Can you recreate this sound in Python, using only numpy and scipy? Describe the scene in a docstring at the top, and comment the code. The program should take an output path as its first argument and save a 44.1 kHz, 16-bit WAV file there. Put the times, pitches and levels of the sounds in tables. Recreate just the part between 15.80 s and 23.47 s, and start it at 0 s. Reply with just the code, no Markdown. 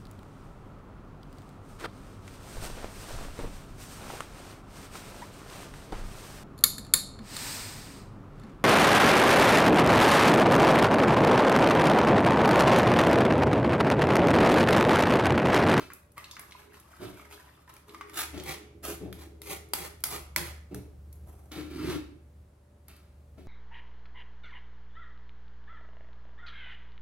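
"""Spoon in a mesh strainer

A steel spoon stirs juicy pulp in a mesh strainer over a bowl, then knocks on the mesh and scrapes it.
Scrapes and knocks are bursts of clicks and noise that make steel ring; bubbles and two high squeaks are
short sine tones. Squelches are filtered clicks. Kitchenware ticks, and judders on the worktop as uneven
slips shake its low tones; a faint treble hiss comes near 5.45 s.
A motor hums beyond the small, hard-walled kitchen: wavering sines, a thin whine and a noise rumble.
"""
import sys
import numpy as np
from scipy import signal
from scipy.fft import rfft, irfft, next_fast_len
from scipy.io import wavfile
from scipy.ndimage import uniform_filter1d

SR = 44100
rng = np.random.default_rng(int(sys.argv[2]) if len(sys.argv) > 2 else 0)


def put_to_file(sound):
    """Save the sound as 16-bit audio at rate SR, in the file named by the first command-line argument."""
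    columns = np.atleast_2d(sound).T  # one column per channel
    safe = np.clip(columns, -1, 1)
    whole_steps = np.round(safe * 32767)
    wavfile.write(sys.argv[1], SR, whole_steps.astype(np.int16))


N = 338291  # length in samples
TIME = np.arange(N) / SR  # s

# All levels in the tables are relative: each sound also has its own mixing gain.

# Strokes over the mesh, and a faint treble hiss near 5.45 s; brightness and low rasp are relative
# to the pressure: (start [s], rise [s], hold [s], release [dB/s], pressure [dB], brightness [dB],
#  low rasp [dB], basket boom [dB], pitch of the hollow under the spoon [Hz])
STROKES_AND_HISS = [(2.33, 0.056, 0.024, 320, -32, -7, -12, -43, 1484),
                    (2.624, 0.068, 0.017, 260, -35, -11.5, -1.5, -67, 2050),
                    (3.024, .014, .08, 280, -41, -3.5, 0.5, -60, 1590),
                    (3.349, 0.061, .012, 259.5, -50, -9, 1, -55, 1610),
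                    (3.623, 0.089, 0.026, 340, -40, -5, 0, -53, 2110),
                    (3.965, .07, 0.023, 380, -43.5, -6, 1.5, -69, 1760),
                    (4.274, .055, .03, 340, -39.5, -8.5, -1, -39, 1108),
                    (4.599, 0.053, 0.036, 278.5, -47.5, -9.5, 2, -59, 1743),
                    (5.452, 0.022, 0.034, 41.5, -70.5, 2.5, 18, -72.5, 1620)]
# Sweeps of the spoon through wet pulp: (start [s], rise [s], hold [s], level [dB])
PULP_SWEEPS = [(0.36, 0.014, .008, -51), (0.517, 0.11, 0.065, -59.5), (0.736, 0.038, 0.031, -58),
               (0.899, .035, 0.026, -56), (1.07, 0.079, 0.1, -59.5), (1.21, 0.02, 0.064, -55.5),
               (1.365, 0.015, 0.088, -58.5), (1.501, 0.024, 0.03, -53.5), (1.656, 0.033, 0.095, -65),
               (1.866, 0.025, 0.086, -61.5), (2.067, 0.014, .06, -57), (2.253, .05, .03, -58)]
# Kitchenware nudged on the worktop:
# (start [s], rise [s], hold [s], release [dB/s], judder [dB], grit [dB])
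WORKTOP_NUDGES = [(0.0, 0.0013, 0.024, 163, -46.5, -40.5), (1.196, 0.023, 0.027, 129, -39.5, -42),
                  (2.526, 0.019, 0.055, 268, -39.5, -41.5), (3.205, .01, 0.046, 120, -39.5, -55.5),
                  (4.908, 0.0065, 0.051, 129.5, -41.5, -55.5), (7.078, .005, 0.019, 95.5, -64.5, -50),
                  (7.573, 0.009, 0.004, 111, -48, -54.5)]
# Pushes that slide a hollow vessel along:
# (start [s], rise [s], hold [s], release [dB/s], judder [dB], grit [dB])
VESSEL_PUSHES = [(5.711, .008, 0.0233, 106, -44, -46.5), (5.755, 0.021, 0.026, 172, -34.5, -54),
                 (5.9, 0.18, 0.028, 230, -30.5, -43), (6.09, 0.0074, 0.026, 200.5, -45, -44),
                 (6.146, .006, 0.01, 380, -29, -53.5), (6.23, 0.067, 0.072, 260, -54, -96)]
# Knocks of the spoon and other kitchenware: (time [s], tick [dB], body [dB])
HARD_KNOCKS = [(0.1346, -38, -60), (0.319, -55, -75), (0.38, -43, -60), (0.512, -45, -54),
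               (0.5955, -36, -68), (0.9997, -47, -59), (1.939, -47, -74.5), (1.9658, -49, -50),
               (2.297, -48, -54), (2.6368, -40.5, -48.5), (3.3277, -41.5, -40), (3.6178, -38, -42.5),
               (3.888, -55.5, -75.5), (3.9353, -18, -23.5), (4.205, -50, -71.5), (4.2389, -17.5, -28),
               (4.562, -18.5, -19.5), (4.9457, -37, -42.5), (5.328, -46.5, -66.5), (5.7183, -47, -43),
               (7.083, -44, -57.5), (7.165, -54.5, -61)]
# Larger bubbles and two short high squeaks (near 2.6 s): (time [s], level [dB], starting pitch [Hz])
WET_TONES = [(0.1019, -41.5, 1125), (0.1192, -43, 1376), (0.3698, -47, 1276), (0.379, -35, 1165),
             (0.4423, -35.5, 2670), (0.5121, -34, 3570), (0.556, -47.5, 3700), (0.567, -37.5, 1247),
             (0.5937, -37, 1150), (0.71, -44.5, 3300), (0.7213, -38, 2120), (1.3963, -43.5, 1225),
             (1.877, -47.5, 1000), (1.892, -52, 2300), (2.0936, -44.5, 2220), (2.146, -36.5, 1193),
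             (2.2102, -32, 1147), (2.296, -44, 1210), (2.577, -37.5, 3400), (2.599, -36.5, 3120)]
# The spoon leans on the basket and keeps it booming:
# (start [s], rise [s], hold [s], release [dB/s], level [dB])
BASKET_LEANS = [(0.295, 0.041, 0.025, 104, -71), (0.82, 0.055, .03, 146, -56),
                (2.063, 0.031, 1.8, 36.5, -49), (3.018, 0.078, 0.0096, 396.5, -34)]
# Strength of the motor's hum and rumble: (time [s], level [dB])
HUM_LEVEL = [(0.0, -62.5), (2.33, -62.5), (2.6, -45.5), (2.82, -58.5), (3.05, -49.5), (4.14, -54),
             (4.66, -45), (4.89, -51), (5.45, -45), (5.64, -52.5), (6.09, -43.5), (6.37, -56.5), (6.6, -50),
             (6.75, -60.5), (7.5, -51), (7.67, -52)]
# Tones of the motor: (multiple of the shaft's turning rate [1], level [dB])
SHAFT_ORDERS = [(2, -20.5), (3, 10), (4, -7), (5, -4), (6, -20.5)]

# Tone colour of the wire mesh: (frequency [Hz], level [dB])
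MESH_COLOUR = [(88, -43), (150, 3.5), (179, -2.5), (235, -12.5), (354, -5.5), (475, -12), (790, -11),
               (960, -17), (1240, -16), (1720, -22), (2100, -15), (5250, -18), (11300, -8.5),
               (16000, -14.5)]
# Tone colour of the wet pulp: (frequency [Hz], level [dB])
PULP_COLOUR = [(150, -34), (250, -24), (313, 22), (493, -13), (576, 0.5), (723, -11.5), (1010, -7.5),
               (1670, -18.5), (2200, -19), (6820, -24.5), (13400, -20), (16000, -38)]
# Tone colour of fine grit: (frequency [Hz], level [dB])
GRIT_COLOUR = [(300, -13), (700, -7), (1300, -6.5), (2300, -11), (4000, -10), (7000, -20), (12000, -18.5),
               (16000, -26)]
# Tone colour of a knock: (frequency [Hz], level [dB])
KNOCK_COLOUR = [(120, -30), (250, -6), (750, 0), (1200, -2), (2200, 2), (2800, -4), (3600, -2), (5200, -4),
                (6500, -8), (8500, -5), (11000, 0), (16000, -7)]
# Tone colour of the still room: (frequency [Hz], level [dB])
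AIR_COLOUR = [(30, -26), (60, -10), (120, -8), (200, -14), (400, -19), (700, -25), (1500, -33), (3000, -41),
              (6000, -45), (10000, -43), (13000, -49), (16000, -58)]
# Tone colour of the motor's rumble: (frequency [Hz], level [dB])
RUMBLE_COLOUR = [(28, -52.5), (48, 7.5), (80, 5.5), (130, -7), (190, -2.5), (240, -18.5),
                 (400, -16.0), (900, -27.5), (3000, -41.0)]

# Ringing tones of the steel: (frequency [Hz], width [Hz], level [dB])
STEEL_MODES = [(350, 20, 0.5), (780, 15, 1.5), (996, 45, -2), (1265, 45, -10.5), (1350, 150, -1),
               (2046, 260, -15), (2420, 120, -6.5), (3300, 51, 0), (6570, 50, -4), (7050, 69, -17.5),
               (9500, 180, -8.5), (10450, 67, 2), (11300, 53, 11)]
# Ringing tones of the worktop: (frequency [Hz], width [Hz], level [dB])
WORKTOP_MODES = [(120.3, 10, 1.5), (176, 11, -12.5), (190, 11.6, 1.5), (278.5, 9, -3.5), (294.7, 16.4, 1),
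                 (364.7, 12.4, 2.5), (419.4, 6.8, 1.5), (584, 80, -12.5)]
# Ringing tones of the basket: (frequency [Hz], width [Hz], level [dB])
BASKET_MODES = [(330, 36, 0), (410.4, 5.1, 10.5)]
# Ringing tones of the hollow vessel: (frequency [Hz], width [Hz], level [dB])
VESSEL_MODES = [(168, 86, -8.5), (267, 9.9, -7), (303.4, 18.6, 6), (354, 12.7, -6)]
# Upper ringing tones of the sliding kitchenware: (frequency [Hz], width [Hz], level [dB])
WARE_MODES = [(1222, 35, -3), (1349, 35, 3), (2263, 120, 2), (2617, 85, 4.5), (2995, 39, -3.5),
              (3720, 230, -14)]

# How long the kitchen's echoes take to fall by 60 dB: (frequency [Hz], time [s])
ROOM_DECAY = [(150, .45), (500, .5), (2000, .55), (6000, .45), (11000, .36), (15000, .26)]
# Lead of the left microphone over the right: (frequency [Hz], phase [rad])
MICROPHONE_LEAD = [(800, 0.63), (2500, -0.82), (5000, -1.92), (16000, -1.1)]

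AIR_DB = -63
EDGE_HZ = 16000  # upper limit of the finished sound
SHAFT_HZ = 24.5  # average turning rate of the motor
# a short rasp follows each knock: level against the knock, fall and build-up time
SKID_DB, SKID_DB_PER_S, SKID_RISE_S = -18, 190, .014
STIR_DB_PER_S = 126  # the pulp settles after each sweep
TOUCH_DB, CONTACT_S = -14, .004  # a movement makes contact this far below its peak, within this time
STROKE_TOUCH_DB = -22  # a stroke starts this far below its peak
CHATTER_S = 0.0021  # decay of a knock's first chatter
TONE_CYCLES = 45  # cycles until a wet tone has fallen by 60 dB, so high ones die sooner
LEAN_FLICKER_DB = 3  # how unevenly the spoon leans
LOW_RASP_HZ = 1000  # below this the basket sounds as a whole


def amp(db):
    """Turns decibels into gain."""
    return 10 ** (np.asarray(db) / 20)


def unit(x):
    """Scales a sound to an rms level of 1."""
    return x / np.sqrt(np.mean(x ** 2) + 1e-20)


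def read(points, hz):
    """Reads between the rows of a table on a log-frequency axis."""
    f, value = np.transpose(points)
    return np.interp(np.log(hz + 1), np.log(f + 1), value)


def add(mix, s, sound):
    """Mixes a sound in at time s."""
    part = mix[max(round(s * SR), 0):][:len(sound)]
    part += sound[:len(part)]


def drift(hz):
    """Slow random wandering of rms 1, up to about the given rate."""
    knots = rng.standard_normal(4000)
    return unit(np.interp(2 * hz * TIME, np.arange(len(knots)), knots))


def tint(x, spectrum, size=2048):
    """Colours a sound with a filter that never acts ahead of its input."""
    level = np.maximum(read(spectrum, abs(np.fft.fftfreq(size, 1 / SR))), -100)
    log_gain = np.log(amp(level))
    # the Hilbert transform finds the phase that puts the filter's energy as early as possible
    taps = np.fft.ifft(np.exp(np.conj(signal.hilbert(log_gain)))).real[:size // 2]
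    return signal.oaconvolve(x, taps)[:len(x)]


def ring(x, modes):
    """Lets a sound excite a body's ringing tones, each a two-pole resonance."""
    return sum(amp(db) * signal.lfilter(*signal.iirpeak(hz, hz / width, SR), x) for hz, width, db in modes)


def resonate(x, hz, width):
    """Rings one resonance whose pitch follows the curve hz."""
    turn = np.exp(2j * np.pi * np.cumsum(hz) / SR)
    r = np.exp(-np.pi * width / SR)
    # shift the moving pitch down to zero, smooth there, then shift back
    return 2 * (turn * signal.lfilter([1 - r], [1, -r], x / turn)).real


def split(x, hz=5500):
    """Splits a sound into the parts below and above hz."""
    return [signal.sosfilt(signal.butter(4, hz, kind, fs=SR, output="sos"), x) for kind in ("low", "high")]


def grains(per_s, spread_db):
    """Random clicks, a few much larger than the rest."""
    size = amp(spread_db * np.minimum(rng.exponential(1, N), 4))
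    return unit(size * rng.choice([-1, 1], N) * (rng.random(N) < per_s / SR))


def swell(start, rise, hold, release_db_per_s, db, touch_db=TOUCH_DB):
    """Gain of one movement: it makes contact, builds up, holds and dies away."""
    gain, t = np.zeros(N), np.arange(0, rise + hold + 1, 1 / SR)
    building = np.clip(1 - t / max(rise, 1e-3), 0, 1)
    dying = np.maximum(t - rise - hold, 0)
    contact = np.minimum(t / CONTACT_S, 1)
    add(gain, start, contact * amp(db + touch_db * building - release_db_per_s * dying))
    return gain


def kitchen(x, near_db, room_db, near_decay=0.0043, count=4):
    """Direct sound at two microphones, then bowl, worktop and room echoes that change as the source moves."""
    t, size = np.arange(SR // 2) / SR, next_fast_len(N + SR // 2, True)
    f = np.fft.rfftfreq(size, 1 / SR)

    # noise that dies away at each frequency's own rate makes the room echo
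    hz, when, z = signal.stft(rng.standard_normal((count, 2, len(t))), SR, nperseg=256)
    fading = z * amp(-60 * when / read(ROOM_DECAY, hz)[:, None])
    tail = signal.istft(fading, SR, nperseg=256)[1][..., :len(t)]
    near = rng.standard_normal(tail.shape) * np.exp(-t / near_decay)
    echoes = ((near * (t > .0002), near_db), (tail * (t > .005), room_db))
    paths = sum(amp(db) * h / np.linalg.norm(h[0, 0]) for h, db in echoes)

    # the source wanders between several sets of echoes
    place = np.array([drift(4) for _ in range(count)])
    place /= np.linalg.norm(place, axis=0)
    echo = rfft(signal.oaconvolve((x * place)[:, None], paths, axes=2).sum(0), size)
    apart = f / (f + 120)  # long waves reach both microphones alike
    echo = echo * apart + echo.mean(0) * (1 - apart)
    direct = rfft(x, size) * np.exp(.5j * np.outer([1, -1], read(MICROPHONE_LEAD, f)))
    return irfft(direct + echo, size)[:, :N]


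def motor(hum_db=-1, waver=0.015, flutter_db=1.0, rumble_db=-8, whine_hz=581):
    """Low multiples of the shaft's turning rate waver in a rumble that swells with them; a thin whine stays."""
    turns = np.cumsum(SHAFT_HZ * (1 + waver * drift(5.6))) / SR
    tones = np.zeros(N)
    for order, db in SHAFT_ORDERS:
        level = amp(db + flutter_db * drift(8))
        tones += level * np.sin(2 * np.pi * (order * turns + rng.random()))
    whine = amp(-73 + 2 * drift(2)) * np.sin(2 * np.pi * whine_hz * TIME)
    rumble = tint(rng.standard_normal(N), RUMBLE_COLOUR, size=8192)
    strength = amp(np.interp(TIME, *np.transpose(HUM_LEVEL)))
    return strength * (amp(hum_db) * unit(tones) + amp(rumble_db) * unit(rumble)) + whine


def air(apart_db=-2):
    """Still room noise: alike at both microphones in the bass, less alike in the hiss."""
    common, apart = (tint(rng.standard_normal(N), AIR_COLOUR, size=8192) for _ in range(2))
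    side = amp(apart_db) * split(apart, hz=400)[1]
    return amp(AIR_DB) * (common + np.outer([1, -1], side)) / common.std()


def slipping(pushes, modes, judder_db, grit_db, top_hz, slips_per_s=500, ware_db=0):
    """Uneven slips shake a body's low tones and crunch fine grit, which rings its upper ones."""
    slips = grains(slips_per_s, 1.0)
    shaking = ring(slips, [(259, 790, 0)])
    judder = split(ring(shaking, modes), top_hz)[0]
    # friction holds the judder at the strength of the push
    judder /= (uniform_filter1d(judder ** 2, size=2200) + 1e-9) ** .5
    judder *= sum(swell(*shape, db) for *shape, db, _ in pushes)
    grit = tint(.5 * slips + grains(6000, 2.4), GRIT_COLOUR)
    crunch = unit(grit + amp(ware_db) * ring(grit, WARE_MODES))
    crunch *= sum(swell(*shape, db) for *shape, _, db in pushes)
    return amp(judder_db) * judder + amp(grit_db) * crunch


def shifts(thud_db=-13):
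    """Kitchenware shifts and slides on the worktop, which thuds under each nudge."""
    nudges = slipping(WORKTOP_NUDGES, WORKTOP_MODES, judder_db=-1, grit_db=-9.0, top_hz=670)
    slide = slipping(VESSEL_PUSHES, VESSEL_MODES, judder_db=-2.5, grit_db=-0.5, top_hz=416)
    thud = unit(split(ring(rng.standard_normal(N), [(95.5, 60, 0)]), hz=208)[0])
    thud *= sum(swell(*shape, db) for *shape, db, _ in WORKTOP_NUDGES)
    return nudges + slide + amp(thud_db) * thud


def wet_tone(hz, t60, rise=0.016, onset=0.00017):
    """A dying tone that climbs a little in pitch, as a pocket of air does when it opens."""
    t = np.arange(SR // 10) / SR
    tone = np.sin(2 * np.pi * hz * t * (1 + rise * t / t60))
    return tone * (1 - np.exp(-t / onset)) * np.exp(-np.log(1000) * t / t60)


def pops_and_squeaks(twin_db=-7, smack_db=-8, spatter_db=-14, spatter_decay=0.001):
    """Larger bubbles and two squeaks: each rings with a higher twin, in a wet smack and a tick of spatter."""
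    out, t = np.zeros(N), np.arange(SR // 10) / SR
    for s, db, hz in WET_TONES:
        t60 = TONE_CYCLES / hz
        smack = unit(ring(rng.standard_normal(len(t)), [(1.4 * hz, .6 * hz, 0)])) * np.exp(-t / .006)
        twin = amp(twin_db) * wet_tone(1.8 * hz, t60)
        ringing = .7 * wet_tone(hz, t60) + twin + amp(smack_db) * smack
        tick = rng.standard_normal(len(t)) * np.exp(-t / spatter_decay)
        add(out, s, amp(db) * (ringing + amp(spatter_db) * tick))
    return out


def knocks(steel_db=-1, rattle_db=-20, rattle_decay=0.018, body_db=-1, tick_db=-2, crack_db=15):
    """Each knock cracks, chatters for a few milliseconds and leaves a short rattle."""
    out, t = np.zeros(N), np.arange(SR // 6) / SR
    for s, tick, thud in HARD_KNOCKS:
        fading = np.exp(-t / CHATTER_S) + amp(rattle_db) * np.exp(-t / rattle_decay)
        chatter = rng.standard_normal(len(t)) * fading
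        crack = amp(crack_db) * (t == 0)
        force = tint(chatter + crack, KNOCK_COLOUR)
        body, treble = split(force + amp(steel_db) * ring(force, STEEL_MODES))
        for part, db in ((body, thud + body_db), (treble, tick + tick_db)):
            loudest = np.sqrt(uniform_filter1d(part ** 2, size=88).max())  # rms over 2 ms
            add(out, s, amp(db) * part / loudest)
    return out


def scrape(wires_per_s=480, jitter=.22, spread_db=5, rub_db=-3, steel_db=-2, hollow_db=3, hollow_width=420,
           body_db=-5.0, treble_db=-1, skid_bright_db=-5):
    """An edge trips over crossed wires, faster under pressure, and steel and a hollow ring.

    The same rasp, shaped by other gains, follows each knock and makes the faint treble hiss.
    """
    pressure, sparkle, weight, hollows = np.zeros(N), np.zeros(N), np.zeros(N), []
    for start, rise, hold, release, db, bright_db, low_db, _, hz in STROKES_AND_HISS:
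        stroke = swell(start, rise, hold, release, db, STROKE_TOUCH_DB)
        pressure += stroke
        sparkle += amp(bright_db) * stroke
        weight += amp(low_db) * stroke
        hollows.append((start + rise, hz))
    for s, tick_db, thud_db in HARD_KNOCKS:
        skid = swell(s, SKID_RISE_S, 0, SKID_DB_PER_S, SKID_DB)
        pressure += amp(thud_db) * skid
        weight += amp(thud_db) * skid
        sparkle += amp(tick_db + skid_bright_db) * skid

    speed = (pressure / pressure.max() + .01) ** .25
    trips = np.zeros(N)
    for slant in (1, 1.6):  # the two directions of wire are met at different rates
        wire = np.cumsum(wires_per_s * slant * speed * np.exp(jitter * drift(90))) / SR
        strength = amp(spread_db * np.clip(rng.standard_normal(N), -2, 2))
        trips += np.diff(np.floor(wire), prepend=0) * strength  # one click per whole wire passed
    catching = amp(1.4 * drift(70))
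    rub = amp(rub_db) * grains(9800, 3.5)
    force = tint(catching * (unit(trips) + rub), MESH_COLOUR)

    hollow = resonate(force, np.interp(TIME, *np.transpose(hollows)), hollow_width)
    steel = ring(force, STEEL_MODES)
    body, treble = split(force + amp(steel_db) * steel + amp(hollow_db) * hollow)
    low, middle = split(unit(body), hz=LOW_RASP_HZ)
    return amp(body_db) * (weight * low + pressure * middle) + amp(treble_db) * sparkle * unit(treble)


def stirring():
    """Gain of the spoon's sweeps through the pulp."""
    return sum(swell(start, rise, hold, STIR_DB_PER_S, db) for start, rise, hold, db in PULP_SWEEPS)


def basket(boom_db=-9, stir_db=-2):
    """The basket booms softly and unevenly as the spoon leans, stirs or scrapes, and faintly with the hiss."""
    lean = sum(swell(*row) for row in BASKET_LEANS) * amp(LEAN_FLICKER_DB * drift(15))
    strokes = sum(swell(*shape, db) for *shape, _, _, _, db, _ in STROKES_AND_HISS)
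    push = lean + amp(stir_db) * stirring() + strokes
    boom = unit(split(ring(grains(900, 0.77), BASKET_MODES), hz=447)[0])
    return amp(boom_db) * push * boom


def stir(squelch_db=-5, slosh_db=-11, cycles=24, count=14):
    """Pulp squelches through the mesh, sloshing in the strainer's hollow, while small bubbles burst."""
    crackle = grains(5000, 4.5)
    clumps = amp(3 * drift(30) - 1)
    squelch = unit(split(tint(crackle, PULP_COLOUR), hz=736)[1])
    slosh = unit(resonate(crackle, 1700 * np.exp(0.37 * drift(11)), 330))
    froth = np.zeros(N)
    for hz in np.geomspace(1000, 5000, count):  # bubbles of many sizes
        froth += signal.oaconvolve(grains(5, 2), wet_tone(hz, cycles / hz))[:N] / np.sqrt(hz)
    froth = .45 * unit(froth)
    return stirring() * (clumps * (amp(squelch_db) * squelch + amp(slosh_db) * slosh) + froth)


def scene():
    """Adds up the spoon, pulp, kitchenware, motor and room noise at two microphones."""
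    scraped = kitchen(scrape(), near_db=0, room_db=-5)
    knocked = kitchen(knocks(), near_db=-1, room_db=-4, near_decay=.0018)
    wet = kitchen(stir(), near_db=-2, room_db=-3) + kitchen(pops_and_squeaks(), near_db=-8, room_db=-3)
    dull = kitchen(shifts() + basket(), near_db=-6, room_db=-8)
    balance = amp([[-.4], [.4]])  # scrapes and knocks are slightly louder on the right
    return (scraped + knocked) * balance + wet + dull + motor() + air()


def record(dry):
    """Removes what lies above the upper frequency limit."""
    taps = signal.firwin(401, EDGE_HZ, window=("kaiser", 8), fs=SR)
    return signal.oaconvolve(dry, taps[None], "same")


dry = scene()
out = record(dry)
put_to_file(out)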